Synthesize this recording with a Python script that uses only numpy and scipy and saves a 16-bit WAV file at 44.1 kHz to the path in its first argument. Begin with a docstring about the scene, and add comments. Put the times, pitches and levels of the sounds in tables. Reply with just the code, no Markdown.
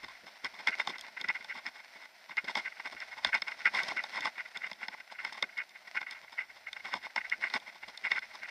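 """Cased microphone on a mountain bike

A small camera in a hard plastic case rides down a gravel forest track. Its mount rattles in short bursts and
harder bumps knock it: both are noise contacts ringing the case resonances. Under that lie shaped noises: tyres
on gravel, frame rumble and low wind. One microphone feeds two channels; each adds its own faint hiss."""
import sys
import numpy as np
from scipy import signal
from scipy.fft import rfft, irfft, next_fast_len
from scipy.io import wavfile
from scipy.ndimage import uniform_filter1d, map_coordinates

SR = 44100
rng = np.random.default_rng(int(sys.argv[2]) if len(sys.argv) > 2 else 0)


def natural_amplitude(level_db):
    """Convert a level in decibels to a linear amplitude factor, elementwise."""
    exponent = np.asarray(level_db, float) / 20
    return 10 ** exponent


def transcribe(signal):
    """Save signal, clipped to [-1, 1], as a 16-bit WAV file at the path in sys.argv[1]."""
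    frames = np.atleast_2d(signal).T
    limited = np.clip(frames, -1, 1)
    pcm = np.round(limited * 32767).astype(np.int16)
    wavfile.write(sys.argv[1], SR, pcm)


N = 374850

# case resonances in four groups (low, middle, upper, top): centre_hz, width_hz, level_db
CASE_MODES = [
    [(645, 153, -10), (864, 111, -1), (1090, 169, -2)],
    [(1397, 164, -10.5), (1540, 86, -4), (1984, 208, -2.5), (2184.6, 113, 0.5), (2456, 45, -10),
     (2787, 130, -12.5)],
    [(3275, 280, -3.5), (3646, 102, 2), (4210, 170, -5), (4650, 500, -8), (5263, 230, 1.5)],
    [(6257, 270, 3), (7100, 980, -5.5), (8690, 500, -3.5), (10930, 910, -13), (13100, 1900, -18)],
]
# levels along the track: time_s, gravel_db, wind_db
TRACK = [(0.0, -56, -80), (0.42, -56.5, -90), (0.78, -51, -85), (1.32, -55.5, -82), (2.03, -57.5, -91),
         (2.29, -58.5, -93), (2.46, -55, -87), (3.55, -53.5, -80), (3.88, -46.5, -84), (4.31, -55, -86),
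         (5.14, -59, -94), (5.35, -55, -81), (5.73, -59, -96), (6.15, -59, -86), (6.65, -58, -90),
         (6.86, -56, -83), (7.43, -55, -88), (7.79, -58.5, -93), (8.26, -54.5, -83), (8.5, -55, -85)]


def unit(x):
    """Scale to rms 1."""
    return x / np.sqrt(np.mean(x ** 2) + 1e-20)


def filtered(x, response):
    """x times a complex response of frequency in Hz."""
    size = next_fast_len(N + 8192)
    return irfft(rfft(x, size) * response(np.fft.rfftfreq(size, 1 / SR)), size)[:N]


def coloured(x, points):
    """x shaped by (Hz, dB) points, interpolated over log frequency, rms 1."""
    hz, db = np.transpose(points)
    return unit(filtered(x, lambda f: natural_amplitude(np.interp(np.log(f + 1), np.log(hz), db, -120, -120))))


def ring(x, modes):
    """x through a group of resonances, impulse response energy 1, rolled off above the last mode."""
    def response(f):
        """Sum of band-pass modes; neighbours alternate in sign."""
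        total = 0
        for k, (centre_hz, width_hz, db) in enumerate(modes):
            damping = 1j * f * width_hz
            total = total + (-1) ** k * natural_amplitude(db) * damping / (centre_hz ** 2 - f * f + damping)
        u = 1j * f / (1.036 * modes[-1][0])
        total = total / (1 + u + u * u) ** 2
        return total / np.sqrt(np.mean(np.abs(total) ** 2))
    return filtered(x, response)


def wobble(knots_per_s):
    """Smooth curve through standard normal knots."""
    knots = rng.standard_normal(int(N * knots_per_s / SR) + 4)
    return map_coordinates(knots, [np.arange(N) * knots_per_s / SR])


def contacts(per_s, spread_db):
    """Random tiny impacts of uneven size, rms 1."""
    hit = rng.random(N) < per_s / SR
    return unit(hit * rng.standard_normal(N) * natural_amplitude(spread_db * rng.standard_normal(N)))


def rattle():
    """Loose contacts chatter around one hard contact a burst and ring the case; also returns the low shaking."""
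    (low, middle, upper), hardest = shaking(rise_edge=2.27, fall_edge=2.15)
    flutter = natural_amplitude(0.44 * wobble(130))  # contact force changes every few milliseconds
    low_hits = low * flutter * contacts(1500, 5) + natural_amplitude(16) * hardest[0]
    middle_hits = middle * flutter * contacts(2500, 0.5) + natural_amplitude(17) * hardest[1]
    upper_hits = upper * flutter * contacts(3500, 3) + natural_amplitude(5) * hardest[2]
    sound = ring(low_hits, CASE_MODES[0]) + ring(middle_hits, CASE_MODES[1])
    sound += ring(upper_hits, CASE_MODES[2]) + natural_amplitude(-17.5) * ring(upper_hits, CASE_MODES[3])
    return sound, low


def shaking(rise_edge, fall_edge):
    """Shaking amplitude of the three lower groups, burst powers added, and each burst's hardest contact."""
    low_over_db, upper_over_db = -0.5, -2.5  # added to the breadth
    half = SR // 10
    ms = np.arange(-half, half) * 1000 / SR
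    power, hardest = np.zeros((3, N + SR)), np.zeros((3, N + 1))
    for s, db, rise_ms, fall_ms, breadth_db in bursts():
        gains = natural_amplitude(db + np.array([breadth_db + low_over_db, 0, breadth_db + upper_over_db]))
        rising = (np.abs(ms) / rise_ms) ** rise_edge
        falling = (np.abs(ms) / fall_ms) ** fall_edge
        envelope = natural_amplitude(-6.5 * np.where(ms < 0, rising, falling))
        peak = round(s * SR)
        power[:, peak:peak + len(ms)] += (gains[:, None] * envelope) ** 2  # delayed by half, cut below
        hardest[:, peak] = gains * np.sign(rng.standard_normal())
    return np.sqrt(power[:, half:half + N]), hardest[:, :N]


def bursts():
    """The listed rattle bursts plus small ones at random times."""
    # peak_s, level_db, rise_ms and fall_ms (to -6.5 dB), breadth_db (share of the outer groups)
    big = [(.045,-45,17,3.8,-5),(.083,-47,3.1,3.3,0),(.267,-53.5,4.6,22,2.5),(.453,-35,11,15,-8.5),(.543,-50.5,6.5,21,-6),
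           (.602,-45,17,11,-4),(.684,-27,12,10.7,-13),(.738,-34.5,17,5.2,-21),(.782,-49,8,11,-9),(.799,-33.5,7.1,18,-7.5),
           (.903,-42,29,7.2,-0.5),(.915,-51,7,23,-16),(.946,-46.5,21,10,-22),(.962,-41.5,8,2.6,-10),(1.046,-46,9.8,8,-8.5),(1.067,-53,15,14,-22),
           (1.175,-35.5,7.5,3.9,-18),(1.212,-41.5,17,6.4,-10.5),(1.244,-35.5,3.8,9.3,-13.5),(1.301,-28,15.3,7.6,-18),(1.356,-36.5,10,16,-14),
           (1.411,-46.5,8.7,4.4,-9),(1.51,-38,15,8.4,-17.5),(1.524,-39,7,3.2,-22),(1.582,-44.5,20,14,-8),(1.662,-35,7.7,14,-16),
           (1.681,-48.5,12,9.6,-1),(1.759,-49.5,11,18,-7),(1.798,-52,25,10,-6),(1.857,-50,3,4.6,-11),(1.957,-52.5,9,18,-8),(2.035,-50.5,33,12,-6.5),(2.307,-44.5,12,20,-9),(2.376,-28.5,3.6,16.3,-19.5),
           (2.444,-47.5,3.3,9,-1.5),(2.482,-36.5,8.5,13,-9.5),(2.507,-45,18,5.6,1.5),(2.574,-35.5,8.3,5,1),(2.594,-37.5,25,13,-10),
           (2.658,-39.5,8.6,9,-15),(2.674,-37,11,7,-19),(2.724,-39,3.4,2.5,-27),(2.771,-48,4.4,3.6,-19),(2.798,-38,2.6,7.3,-12),
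           (2.863,-37,12.4,13,-8.5),(2.93,-53,13,12,0),(2.968,-42.5,4,10,-16),(2.999,-51,18,15,-20),(3.024,-38.5,17,12,-13.5),
           (3.13,-46,16,11,-7.5),(3.177,-45.5,11,21,-3.5),(3.269,-39,28,10,-7.5),(3.287,-39,12,10,-6),(3.33,-27.5,4.9,12,-27),
           (3.345,-25.5,7.2,15.4,-14.5),(3.378,-41.5,39,4.7,-6),(3.482,-34.5,10.7,10.5,-12),(3.521,-34.5,5.4,5.1,-13.5),(3.544,-55,19,3,-7),
           (3.607,-40,6.8,11,-26),(3.66,-22.5,6.8,18.7,-19),(3.748,-33,11.6,22,-8),(3.773,-32.5,21,14,-9),(3.788,-32,15,22,-11.5),
           (3.831,-47.5,46,51,-2.5),(3.886,-39.5,4,3.5,5),(3.913,-38,21,4.6,-8),(3.968,-33.5,5.7,7.3,-12),(3.992,-31,21,13.6,-19.5),
           (4.062,-53,20,9,-15),(4.147,-49,26,20,-2),(4.176,-36,36,20,-8.5),(4.227,-38,13,35,-12.5),(4.256,-32,12,4.8,-8.5),
           (4.268,-34.5,5.3,11,-7),(4.38,-35,2.5,15.5,-16.5),(4.405,-40,10,10.3,-15.5),(4.458,-41.5,7.6,5.6,-14),(4.56,-38,10,14,-13),
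           (4.617,-42.5,8,14,-15),(4.643,-36.5,12,10,-17),(4.669,-41,19,5.9,-11.5),(4.814,-43.5,7.2,7.8,-11),(4.831,-37.5,6.7,19,-12),
           (4.945,-42.5,18,2.3,-11),(5.002,-40,2.6,7.2,-15),(5.101,-50,5.8,11,-23),(5.156,-49,14,9.5,-16),(5.187,-37.5,3.4,8,-21),
           (5.202,-41.5,9,14,-14),(5.273,-45,45,9,-6),(5.293,-46,7,8,-9),(5.324,-42,1.5,3.9,-1),(5.376,-47,7,15,-3),
           (5.439,-36.5,12,3.6,-14),(5.495,-49,5,5.1,-25),(5.527,-51,4,8,-14),(5.587,-38,15,12,-14),(5.605,-35,12,7.2,-34),
           (5.617,-42.5,6,6.6,-21),(5.755,-48.5,5.6,14,-18),(5.876,-44,5.7,7,-11),(5.948,-40,3,11,-9),(5.969,-29,10.6,13.7,-19.5),
           (6.015,-37.5,7.5,2.6,-9.5),(6.03,-38,5,3.2,-12),(6.068,-40.5,3.7,6.2,-20),(6.082,-46,7,20,-12),(6.122,-43.5,10,12,-7.5),
           (6.152,-49,13,35,-16),(6.279,-52.5,4,6.8,-20),(6.389,-35,12,7,-18),(6.402,-35.5,9.3,22.4,-20),(6.5,-52.5,10,13,-13),(6.565,-54.5,6.2,12,0),(6.67,-40,7.1,8.6,-24),
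           (6.684,-46,7,8.1,-27),(6.766,-41,4.9,9,-14),(6.804,-43.5,7,4.2,-16),(6.856,-38.5,10.4,17,-8.5),(6.89,-51,12,8,0.5),
           (6.938,-34.5,19,5.7,-13),(6.955,-47,11,22,1.5),(7.046,-43,17,9,-9),(7.059,-43,7.5,10.4,-4.5),(7.103,-49,4.6,2.2,-23),
           (7.176,-33,12,12.5,-11),(7.213,-38,7.8,5.1,-30),(7.252,-39.5,8.4,9.4,-24),(7.268,-46,9,3.2,-22),(7.325,-31,9.3,16.3,-24),
           (7.441,-32,20.4,9.3,-14),(7.47,-40,35,6,-12),(7.56,-34,22,11.4,-4.5),(7.69,-46,25,11.5,-8.5),(7.834,-40.5,5.2,10.3,-11.5),
           (7.944,-49,4,16,-10),(8.053,-32.5,12.3,20,-13.5),(8.078,-41,14,3.9,-24),(8.117,-33,11,17.5,-11.5),(8.162,-32.5,8.8,9.4,-14),
           (8.178,-31.5,7.9,7.6,-16.5),(8.228,-42.5,9,17,-11),(8.313,-50.5,8.4,12,-13),(8.432,-40,14.5,14,-25),(8.458,-40,17,3.1,-22),
           (8.481,-42.5,4,23,-12)]
    small_per_s = 9
    draw = rng.random((round(small_per_s * N / SR), 5))
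    peak_s = draw[:, 0] * N / SR
    level_db = -57 + 4.5 * (4 * draw[:, 1] - 2)
    rise_fall_ms = 10.8 * (0.4 + 1.2 * draw[:, 2:4])
    breadth_db = -5.5 + 12 * (draw[:, 4] - 0.5)
    return np.vstack([big, np.c_[peak_s, level_db, rise_fall_ms, breadth_db]])


def knocks():
    """Hard knocks and ticks: noise contacts of a few ms ring all case groups at once and thump the frame."""
    # start_s, level_db (upper group, before the common gain), low_db and middle_db (relative to it)
    hits = [(0.4447,-27,-6,-10.5),(.6712,-19,-4.5,3),(.7971,-28.5,-4,11),(.872,-21.5,0,1.5),(0.9045,-47,-10,-8),
            (0.9818,-32,-12,-3),(0.992,-38,-28,-4),(1.0097,-31,-34,-29),(1.2121,-27.5,-8,-18),(1.285,-28.5,-6,3),
            (1.4438,-33.5,-5,-0.5),(1.6633,-32,-11,6),(2.292,-43,6.5,6),(2.368,-28,-5,2),(2.4817,-32.5,-5,7),(2.5524,-23,2.4,2),
            (2.8554,-42,7.5,12),(3.001,-35,-12,-2),(3.246,-16,-3.5,4),(3.2694,-31,-11,-9),(3.3485,-23.5,-2,-6),
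            (3.4187,-24.5,-5.5,5),(3.4798,-33,-7,11),(3.6536,-31,-15,13.5),(3.7468,-27,-10,-10),(3.7884,-30,-13,11.5),
            (3.832,-29.5,-31,-20),(3.8848,-27.5,-3,-7),(3.9174,-35.5,6.5,-6),(4.037,-26,-5,3.5),(4.2058,-27,-20,-7),
            (4.2538,-23,1,-2),(4.571,-29,-14,-15),(4.7132,-33,5,6.5),(4.7298,-36.5,-15,-3),(4.8815,-30,7,5),
            (5.247,-24.5,-5,5.5),(5.3303,-35,-24,-5),(5.4243,-18.5,2,1),(5.5757,-35,-5,-6),(5.692,-43.5,-26,-18),
            (6.0138,-40,9,7),(6.109,-31.5,-22,-8),(6.7287,-29,-16,-2.5),(6.85,-41,-3,-6),(6.937,-24.5,5.5,-5),(6.959,-42,7,-8),
            (7.1596,-22.5,3,4.5),(7.2973,-31.5,-21,-4),(7.4985,-35.5,-12,4),(7.5367,-21.5,-0.5,3),(7.599,-40,-19,-8),
            (7.9736,-30.5,-21,-5.5),(8.115,-22,-1,8.5),(8.1482,-41,1,5),(8.1694,-41,0,7),(8.1898,-33.5,-11,-11),(8.3526,-35,-10,0)]
    common_gain_db = 12.5
    t60_s = np.array([[0.014], [0.016], [0.012], [0.007]])  # per group
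    rise_s = np.array([[0.0015], [0.0012], [0.0007], [0.0003]])  # the parts press together
    frame_modes = [(199, 46, 14), (327, 140, -15)]  # centre_hz, width_hz, level_db
    t = np.arange(600) / SR
    blows = np.zeros((4, N + len(t)))
    for s, db, low_db, middle_db in hits:
        top_db = -22.5 - 0.3 * low_db - 0.2 * middle_db  # light ticks are bright, heavy knocks dull
        contact = rng.standard_normal((4, len(t))) * natural_amplitude(-60 * t / t60_s)
        contact *= 1 - np.exp(-t / rise_s)
        contact /= np.linalg.norm(contact, axis=1, keepdims=True)
        gains = natural_amplitude(db + common_gain_db + np.array([[low_db], [middle_db], [0], [top_db]]))
        start = round(s * SR)
        blows[:, start:start + len(t)] += gains * contact
    case = sum(ring(blow[:N], modes) for blow, modes in zip(blows, CASE_MODES))
    return case + natural_amplitude(-22) * ring(blows[0, :N], frame_modes)


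def track_level(db):
    """Amplitude along the track, interpolated in dB."""
    return natural_amplitude(np.interp(np.arange(N) / SR, np.transpose(TRACK)[0], db))


def ground_level(shake):
    """Gravel amplitude: rough ground outlasts a burst and makes the gravel louder."""
    smooth_s, rough_db = 0.04, -6
    power = uniform_filter1d(shake ** 2, round(smooth_s * SR))
    power = uniform_filter1d(power, round(smooth_s * SR / 2))
    rough = np.sqrt(np.abs(power))
    return np.hypot(track_level(np.transpose(TRACK)[1]), natural_amplitude(rough_db) * rough)


def tyres(ground):
    """Gravel crunches under the tyres: noise and tiny impacts in uneven patches, faintly ringing the case top."""
    # freq_hz, density_db (per Hz)
    gravel_spectrum = [(240, -43), (400, -23), (499, -19), (636, -6.5), (886, -8), (1220, -15), (1490, -6),
                       (1680, -9.5), (2070, -2), (2390, -9), (3050, -16), (3440, -14), (4490, -14),
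                       (5180, -13.5), (5600, -10), (7280, -60), (12300, -120)]
    crunch = rng.standard_normal(N) + 0.54 * contacts(450, 6.5)
    crunch = crunch * natural_amplitude(1.1 * wobble(16) + 1.6 * wobble(70))
    gravel = coloured(crunch, gravel_spectrum) + natural_amplitude(-20.5) * unit(ring(crunch, CASE_MODES[3]))
    return ground * gravel


def frame_rumble(ground, shake, bump):
    """The frame rumbles as wavering low noise, more on loud gravel or when shaken or bumped."""
    # freq_hz, density_db (per Hz)
    frame_spectrum = [(71, -41), (120, -21.5), (205, -1), (334, -5.5), (383, -3.5), (495, -9), (520, -4),
                      (680, -14), (1140, -120)]
    rolling_db, db_per_gravel_db = -76, 1.03
    rumble = coloured(rng.standard_normal(N) * natural_amplitude(wobble(22) + 1.45 * wobble(6)), frame_spectrum)
    rolling = natural_amplitude(rolling_db) * (ground / np.median(ground)) ** db_per_gravel_db
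    return np.sqrt(rolling ** 2 + (natural_amplitude(-14.5) * shake) ** 2 + bump ** 2) * rumble


def bumps():
    """How hard each wheel bump loads the frame: a quick rise, then decay."""
    # start_s, level_db (before the common gain)
    thuds = [(0.031, -47), (0.228, -51), (0.438, -46), (0.682, -45), (0.889, -42.5), (1.208, -49.5),
             (1.241, -50), (1.286, -48.5), (1.399, -56), (1.553, -49), (1.669, -55), (1.953, -53),
             (2.294, -64), (2.439, -50), (2.565, -45), (2.939, -49), (3.264, -44), (3.416, -49),
             (3.659, -45), (3.751, -50), (3.826, -46), (3.912, -46), (4.2, -48), (4.562, -53), (4.713, -60),
             (4.88, -52), (5.423, -44.5), (6.013, -61), (6.86, -56), (6.945, -43.5), (7.161, -43.5),
             (7.382, -57), (7.546, -43), (8.021, -59), (8.11, -47), (8.407, -58)]
    common_gain_db, rise_s, t60_s = -2.5, 0.003, 0.11
    s, db = np.transpose(thuds)
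    t = np.arange(SR // 4) / SR
    blows = np.zeros(N)
    blows[np.round(s * SR).astype(int)] = natural_amplitude(db + common_gain_db)
    envelope = (1 - np.exp(-t / rise_s)) * natural_amplitude(-60 * t / t60_s)
    return np.abs(signal.fftconvolve(blows, envelope)[:N])


def wind(bump):
    """Gusty noise at the bottom of the spectrum; it swells with each bump."""
    # freq_hz, density_db (per Hz)
    wind_spectrum = [(12, -36), (20, -10.5), (108, -5.5), (130, -6.5), (170, -29), (290, -120)]
    gusts = coloured(rng.standard_normal(N) * natural_amplitude(4.1 * wobble(9.8)), wind_spectrum)
    return np.hypot(track_level(np.transpose(TRACK)[2]), natural_amplitude(-12.5) * bump) * gusts


def whine():
    """Electronics leak a comb of faint tones at half-odd multiples of one frequency."""
    base_hz = 450.1
    t = np.arange(N) / SR
    tones_hz = (np.arange(20, 34) + 0.5) * base_hz
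    return sum(natural_amplitude(-98 - 0.3 * k) * np.sin(2 * np.pi * hz * t) for k, hz in enumerate(tones_hz))


def hiss(white_db):
    """White noise thinned below 500 Hz."""
    return natural_amplitude(white_db) * filtered(rng.standard_normal(N), lambda f: f * f / (f * f + 500 ** 2))


def scene():
    """All vibration reaches one microphone, whose port notches a narrow band."""
    port_hz, width_hz, depth = 5640, 450, 1.48

    def port(f):
        """One minus a scaled resonance."""
        damping = 1j * f * width_hz
        return 1 - depth * damping / (port_hz ** 2 - f * f + damping)

    sound, shake = rattle()
    ground, bump = ground_level(shake), bumps()
    sound = sound + knocks() + tyres(ground) + frame_rumble(ground, shake, bump) + wind(bump)
    return np.tile(filtered(sound, port), (2, 1))


def low_pass(x):
    """Removes everything above the highest recorded frequency."""
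    return signal.sosfilt(signal.butter(12, 15710, fs=SR, output="sos"), x)


def record(dry):
    """Shared amplifier hiss and whine, a separate hiss in each channel, and the camera's band limit."""
    top_hz = 15300
    shared = dry + whine() + hiss(-80)
    both = [filtered(channel + hiss(-72), lambda f: f < top_hz) for channel in shared]
    return low_pass(np.array(both))


dry = scene()
out = record(dry)
transcribe(out)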